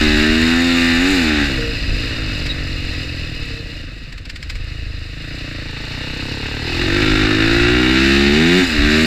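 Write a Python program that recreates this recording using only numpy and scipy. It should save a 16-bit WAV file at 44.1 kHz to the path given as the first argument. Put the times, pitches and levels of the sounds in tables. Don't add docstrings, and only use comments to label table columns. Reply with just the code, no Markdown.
import sys
import numpy as np
from scipy import signal
from scipy.fft import rfft, irfft, next_fast_len
from scipy.io import wavfile
from scipy.ndimage import uniform_filter1d, map_coordinates

SR = 44100
rng = np.random.default_rng(int(sys.argv[2]) if len(sys.argv) > 2 else 0)


def int16_out(signal):
    q = np.round(np.clip(np.atleast_2d(signal).T, -1, 1) * 32767)
    wavfile.write(sys.argv[1], SR, q.astype(np.int16))


N = 399526

# time in seconds, firings per second.
ENGINE_SPEED = [(0, 76), (.15, 74.3), (.43, 81.4), (.66, 86), (.96, 83.8), (1.11, 96.6), (1.26, 77.7),
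                (1.51, 67.5), (1.68, 55.8), (2.15, 55), (2.48, 47.5), (2.85, 45.3), (3.35, 38.5),
                (3.7, 29.8), (4.15, 14.6), (4.43, 16), (4.62, 26.8), (5.12, 25.7), (5.35, 30.6),
                (5.47, 28.7), (5.72, 26.8), (6, 31), (6.5, 35.8), (6.74, 41.7), (7.03, 52.6), (7.33, 52),
                (7.48, 55.8), (8.08, 67.8), (8.3, 71), (8.58, 93.4), (8.79, 71), (9.06, 81)]
# time in seconds, throttle from 0 (shut) to 1 (open).
THROTTLE_TWIST = [(0, 0.63), (.2, 0.63), (.45, 0.59), (1.08, 0.55), (1.42, .48), (1.5, 0.23), (1.78, 0.01),
                  (2, .1), (3.05, 0.06), (3.22, 0.03), (4.2, 0.03), (5.05, 0.02), (5.35, 0.07), (6.05, .16),
                  (6.6, 0.17), (7.03, 0.67), (8.1, .9), (8.59, 0.92), (8.67, 0.2), (8.95, .8)]
# time in seconds, roughness (0 is even, capped at 1).
FIRING_ROUGHNESS = [(0, 0), (1.45, 0.17), (1.7, 1.06), (4.3, 1.1), (4.75, 0.11), (7.05, .24), (8.1, 0.11),
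                    (9.06, .16)]
# start, end, fade-in and fade-out, all in seconds.
NEAR_STALL = (4.35, 5.22, .25, 0.17)
PULLING_AWAY = (6.55, 8.39, 0.22, 0.75)
COASTING = (2.2, 3.7, 0.58, .25)

# frequency in Hz, relative level in dB.
FIRM_THUMP_TONE = [(20, -10.5), (45, -15.5), (70, 8), (100, 4.5), (135, -1.5), (165, -3.5), (200, -34.5),
                   (500, -69)]
SOFT_THUMP_TONE = [(20, -5), (45, -1), (80, 9.5), (110, -4.5), (135, -11), (175, -40), (400, -67)]
SHUT_BARK_TONE = [(90, -65.5), (195, -3.5), (235, 2.5), (285, 1), (325, -0.5), (360, -5), (410, -12),
                  (460, -16.5), (700, -18), (1200, -90)]
HALF_BARK_TONE = [(90, -34.5), (160, -6.5), (200, -7), (230, 0.5), (265, 6.5), (310, 2.5), (345, -6.5),
                  (385, -5.5), (420, -21), (600, -82), (1200, -35)]
FULL_BARK_TONE = [(90, -86), (150, -2.5), (185, 6.5), (210, 9.5), (260, 0.5), (305, -1.5), (355, 6.5),
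                  (385, 3), (415, -8), (470, -13), (600, -103), (1200, -105)]
PULLING_BARK_TONE = [(150, -39.5), (210, -9), (255, 2), (305, 3.5), (355, 8), (400, -18), (460, -21),
                     (1000, -62)]
RASP_TONE = [(120, -20.5), (400, -0.5), (505, 7.5), (570, -4), (630, 4.5), (710, -4), (820, -1.5),
             (1000, -8.5), (1300, -20), (1900, -34), (4000, -45)]
BLARE_TONE = [(600, -52), (1050, -16.5), (1280, -6), (1500, -5.5), (1700, -1.5), (1880, 2), (2200, -5.5),
              (2650, -4), (2950, -10), (3200, -19.5), (3700, -2.5), (4400, -19), (5500, -24), (9000, -37.5)]
CLATTER_TONE = [(300, -3.5), (950, -14), (1600, -7.5), (2440, -2.5), (2600, 4), (2920, 0), (3270, -14),
                (3700, -1), (4500, -0.5), (4680, -6.5), (4880, -9), (5550, -11.5), (6200, -21.5),
                (7300, -68.5)]
FIZZ_TONE = [(3000, -51), (6500, 0.5), (7200, 5.5), (8000, 1.5), (8800, -6.5), (10000, -10.5), (11300, -8),
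             (12800, -13.5), (14200, -9), (15500, -18)]
WIND_TONE = [(10, -8), (25, 1), (45, 2.5), (80, -9), (140, -18.5), (300, -27), (1000, -53)]
HONK_TONE = [(1100, -45.5), (1420, -3), (1520, -13), (1640, -14.5), (2000, -24)]
CLACK_TONE = [(150, -10), (420, -20), (900, -15), (1600, -0.5), (2600, 3.5), (3250, -4), (4000, -2.0),
              (5000, -1.0), (6200, -18), (7600, -11), (9500, -29.5), (15500, -30)]
# pitch in Hz, width in Hz, relative level in dB.
CASING_NOTES = [(1933, 70, -15), (2595, 110, -9.5), (2846, 91, -10), (3880, 20, -30), (4070, 37, -14.5),
                (4950, 220, -12.5)]

# dB at MID_REVS with the throttle shut, dB added when the revs
THUMP_LEVELS = (-29.5, 6, -22, 1, 0.48)
BARK_LEVELS = (-36, 7, -16, 5, 0.49)
RASP_LEVELS = (-47, 8, -32, 0.5, 0.16)
BLARE_LEVELS = (-36, 6.9, -20, 2, 0.42)
CLATTER_LEVELS = (-31.5, 9.5, -26, 1, 0.22)
CASING_LEVELS = (-32.5, 11.5, -31.5, .5, 0.7)
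FIZZ_LEVELS = (-50.5, 8.5, -44, 5, 0.24)
# that speed and the spread to either side in firings
# per second, then the gain in dB at that speed on full throttle.
AIRBOX_HONK = (56.3, 6.3, -22)
GEAR_WHINE = (57.7, 4.5, -21.5)

# time of the peak and fade time in seconds, level in dB.
WIND_GUSTS = [(.15, 0.49, -20), (1.05, 0.26, -25), (1.6, 0.41, -25), (1.92, 0.088, -18.5), (2.4, 0.73, -26),
              (3.4, .4, -31.5), (4.56, .12, -26), (4.9, .3, -31), (6.9, 0.2996, -24), (7.17, 0.17, -21),
              (7.6, .3, -21.5), (8.3, .35, -28), (8.82, .11, -15.5)]
PANEL_SWELLS = [(1.13, 0.16, -32), (1.64, 0.11, -27), (2.15, 0.15, -52), (3.56, 0.23, -42), (4.8, .3, -56)]
# time in seconds, level in dB before KNOCK_DB is added.
CHAIN_SLAPS = [(2.4635, -15.5), (4.126, -26), (4.18, -26), (4.2545, -26.5), (4.2981, -19.5), (4.3605, -21),
               (4.4283, -20.5), (4.499, -16.5), (4.555, -24.5)]
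# start in seconds, length in seconds, pitch in Hz.
BRAKE_CHIRP = (2.491, .035, 3835)

MID_REVS, THUMP_FADE_REVS, SIZZLE_REVS = 50, 72, 92
THUMP_FADE_DB = 0.6
SIZZLE_DB = 4
STALL_THUMP_DB, STALL_BARK_DB, COAST_THUMP_DB = 7.5, -4, 4
WIND_DB, SURGE_DB = -31.5, 0.99
SINGING_HZ, SINGING_DB = 6990, -45
KNOCK_RISE_S, KNOCK_DECAY_S, KNOCK_DB = 0.0029, .009, -8
TOP_HZ = 15300


def amp(db):
    return 10 ** (np.asarray(db) / 20)


def unit(x):
    return x / np.sqrt(np.mean(x ** 2) + 1e-20)


def steady(x):
    size = SR // 12
    power = uniform_filter1d(uniform_filter1d(x * x, size), size)
    return x / np.sqrt(np.abs(power) + 1e-14)


def curve(rows):
    times, values = np.transpose(rows)
    return np.interp(np.arange(N) / SR, times, values)


def wobble(rate):
    return map_coordinates(rng.standard_normal(4096), [np.arange(N) * rate / SR + 2], mode="wrap")


def noise():
    return rng.standard_normal(N)


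def colour(x, tone, size=8192):
    hz, db = np.transpose(tone)
    gain = amp(np.interp(np.log(np.fft.rfftfreq(size, 1 / SR) + 1), np.log(hz), db, right=-110))
    cepstrum = irfft(np.log(gain))
    cepstrum[1:size // 2] *= 2
    cepstrum[size // 2 + 1:] = 0
    ringing = irfft(np.exp(rfft(cepstrum)))[:size // 2]
    return signal.fftconvolve(x, ringing)[:N]


def scatter(x, t60, count=4):
    t = np.arange(SR // 8) / SR
    tails = rng.standard_normal((count, len(t))) * amp(-60 * t / t60)
    shares = np.array([wobble(3.5) for _ in tails])
    echoes = signal.oaconvolve(x[None], tails, axes=1)[:, :N]
    return np.sum(echoes * shares, 0) / np.linalg.norm(shares, axis=0)


def pulses(cycle, rough, size_db, jitter_s):
    at = np.interp(np.arange(1, int(cycle[-1])), cycle, np.arange(N))
    size_luck, time_luck = rng.standard_normal((1024, 2))[:len(at)].T * rough[at.astype(int)]
    at = at + jitter_s * SR * time_luck
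    taps = at.astype(int)[:, None] + np.arange(-7, 9)
    offset = taps - at[:, None]
    shape = np.sinc(offset) * np.sinc(offset / 8) * amp(size_db * size_luck)[:, None]
    return np.bincount(np.clip(taps, 0, N - 1).ravel(), shape.ravel(), N)


def throb(cycle, depth_db, lag):
    return unit(amp(depth_db * np.cos(2 * np.pi * (cycle - lag))))


def ring(hz, width_hz):
    turn = 2 * np.pi * hz * np.arange(N) / SR
    return unit(wobble(width_hz) * np.cos(turn) + wobble(width_hz) * np.sin(turn))


def late(x, delay_s):
    return np.interp(np.arange(N) - delay_s * SR, np.arange(N), x)


def spell(start, end, fade_in, fade_out):
    t = np.arange(N) / SR
    return np.clip(np.minimum((t - start) / fade_in, (end - t) / fade_out), 0, 1)


def swells(rows):
    t = np.arange(N) / SR
    return sum(amp(db) * np.exp(-2 * ((t - peak) / fade) ** 2) for peak, fade, db in rows)


def loudness(levels, throttle, revs):
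    shut_db, shut_slope, open_db, open_slope, knee = levels
    octaves, load = np.log2(revs / MID_REVS), np.tanh(throttle / knee)
    return amp((1 - load) * (shut_db + shut_slope * octaves) + load * (open_db + open_slope * octaves))


def surge():
    return amp(SURGE_DB * wobble(9))


def tuned(resonance, throttle, revs):
    centre, width, db = resonance
    return amp(db) * throttle / (1 + ((revs - centre) / width) ** 2)


def pipe_thump(beats, gas, revs):
    stalling, coasting = spell(*NEAR_STALL), spell(*COASTING)
    softness = np.maximum(stalling, .5 * coasting)
    firm, soft = (steady(colour(beats + 0.81 * gas, tone)) for tone in (FIRM_THUMP_TONE, SOFT_THUMP_TONE))
    thump = late(steady((1 - softness) * firm + softness * soft), delay_s=0.0028)
    fade_db = THUMP_FADE_DB * np.maximum(revs - THUMP_FADE_REVS, 0)
    return thump * amp(STALL_THUMP_DB * stalling + COAST_THUMP_DB * coasting - fade_db)


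def pipe_bark(blows, beats, gas, shut, full):
    voices = [(shut, beats, SHUT_BARK_TONE), (1 - shut - full, blows, HALF_BARK_TONE),
              (full, blows, FULL_BARK_TONE)]
    bark = steady(sum(share * steady(colour(drive + .5 * gas, tone)) for share, drive, tone in voices))
    high_bark = steady(colour(blows + .5 * gas, PULLING_BARK_TONE))
    pulling = spell(*PULLING_AWAY)
    return amp(STALL_BARK_DB * spell(*NEAR_STALL)) * steady((1 - pulling) * bark + pulling * high_bark)


def silencer_rasp(beats, gas, throttle, shut):
    smeared = (1.25 - .7 * shut) * unit(scatter(beats, t60=.03))
    bright = colour(.8 * shut * beats + smeared + (1.4 + 2 * throttle) * gas, RASP_TONE)
    dull = signal.sosfilt(signal.butter(4, 690, fs=SR, output="sos"), bright)
    return steady(np.sqrt(shut) * dull + np.sqrt(1 - shut) * bright)


def exhaust(cycle, throttle, revs, rough):
    blows = unit(pulses(cycle, rough, size_db=2.0, jitter_s=0.00025))
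    beats = blows + 0.61 * (1 - throttle) ** 2 * late(blows, delay_s=0.006775)
    gas = rough * unit(throb(cycle, depth_db=7, lag=.15) * noise())
    shut = np.clip(1 - 2 * throttle, 0, 1)
    full = np.clip(2 * throttle - 1, 0, 1)
    return (loudness(THUMP_LEVELS, throttle, revs) * pipe_thump(beats, gas, revs)
            + loudness(BARK_LEVELS, throttle, revs) * pipe_bark(blows, beats, gas, shut, full)
            + loudness(RASP_LEVELS, throttle, revs) * silencer_rasp(beats, gas, throttle, shut))


def intake(cycle, throttle, revs, rough):
    gulps = pulses(cycle, rough, size_db=10, jitter_s=.00014)
    buzz = 2.4 * np.sqrt(throttle) * steady(colour(scatter(gulps, t60=0.12), BLARE_TONE))
    air = unit(colour(throb(cycle, depth_db=1.0, lag=0.24) * noise(), BLARE_TONE))
    honk = steady(colour(unit(gulps) + 0.22 * air, HONK_TONE))
    blare = loudness(BLARE_LEVELS, throttle, revs) * surge() * steady(buzz + air)
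    return blare + tuned(AIRBOX_HONK, throttle, revs) * honk


def machinery(cycle, throttle, revs):
    rattle = throb(2 * cycle, depth_db=1.0, lag=0.78) * amp(0.9 * wobble(330) + 0.73 * wobble(35))
    ticks = pulses(cycle, np.ones(N), size_db=2.0, jitter_s=.00002)
    valves = steady(scatter(ticks, t60=0.11))
    clatter = unit(colour(rattle * (noise() + throttle * valves), CLATTER_TONE))
    notes = sum(amp(db + 0.6 * wobble(6)) * ring(hz, width) for hz, width, db in CASING_NOTES)
    hiss = throb(cycle, depth_db=1.5, lag=0.39) * amp(1.8 * wobble(400)) * noise()
    fizz = amp(SIZZLE_DB * (revs / SIZZLE_REVS) ** 8) * unit(colour(hiss, FIZZ_TONE))
    parts = [(CLATTER_LEVELS, clatter), (CASING_LEVELS, rattle * unit(notes)), (FIZZ_LEVELS, fizz)]
    return surge() * sum(loudness(levels, throttle, revs) * part for levels, part in parts)


def wind():
    rumble = steady(colour(amp(2.7 * wobble(22)) * noise(), WIND_TONE))
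    return np.hypot(amp(WIND_DB), swells(WIND_GUSTS)) * rumble


def singing_metal(revs):
    shaking = np.clip(revs / 85, 0, 1) ** 5
    return amp(SINGING_DB) * shaking * ring(SINGING_HZ, width_hz=61)


def gears(cycle, throttle, revs):
    turn = 2 * np.pi * 45 * cycle + 1.2 * wobble(150)
    return tuned(GEAR_WHINE, throttle, revs) * amp(3.4 * wobble(14)) * np.sin(turn)


def panel_hum():
    return swells(PANEL_SWELLS) * steady(ring(hz=463, width_hz=15))


def chain_knocks():
    t, force = np.arange(N) / SR, np.zeros(N)
    for hit, db in CHAIN_SLAPS:
        before, after = (hit - t) / KNOCK_RISE_S, (t - hit - .003) / KNOCK_DECAY_S
        force += amp(db + KNOCK_DB) * np.exp(-np.maximum(before, after))
    return force * unit(colour(noise(), CLACK_TONE))


def brake_squeak():
    start, length, hz = BRAKE_CHIRP
    t = np.arange(N) / SR
    progress = np.clip((t - start) / length, 0, 1)
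    swell = np.sqrt(np.abs(np.sin(np.pi * progress)))
    turn = 2 * np.pi * hz * t + .6 * wobble(400)
    return amp(-19) * swell * (np.sin(turn) + amp(-30) * np.sin(2 * turn))


def scene():
    revs = curve(ENGINE_SPEED)
    throttle, rough = np.clip([curve(THROTTLE_TWIST), curve(FIRING_ROUGHNESS)], 0, 1)
    cycle = np.cumsum(revs) / SR + .25
    mix = exhaust(cycle, throttle, revs, rough) + intake(cycle, throttle, revs, rough)
    mix += machinery(cycle, throttle, revs) + wind() + singing_metal(revs) + gears(cycle, throttle, revs)
    return (mix + panel_hum() + chain_knocks() + brake_squeak())[None]


def record(dry):
    size = next_fast_len(N + SR // 4)
    kept = np.fft.rfftfreq(size, 1 / SR) < TOP_HZ
    return irfft(rfft(dry, size) * kept, size)[..., :N]


dry = scene()
out = record(dry)
int16_out(out)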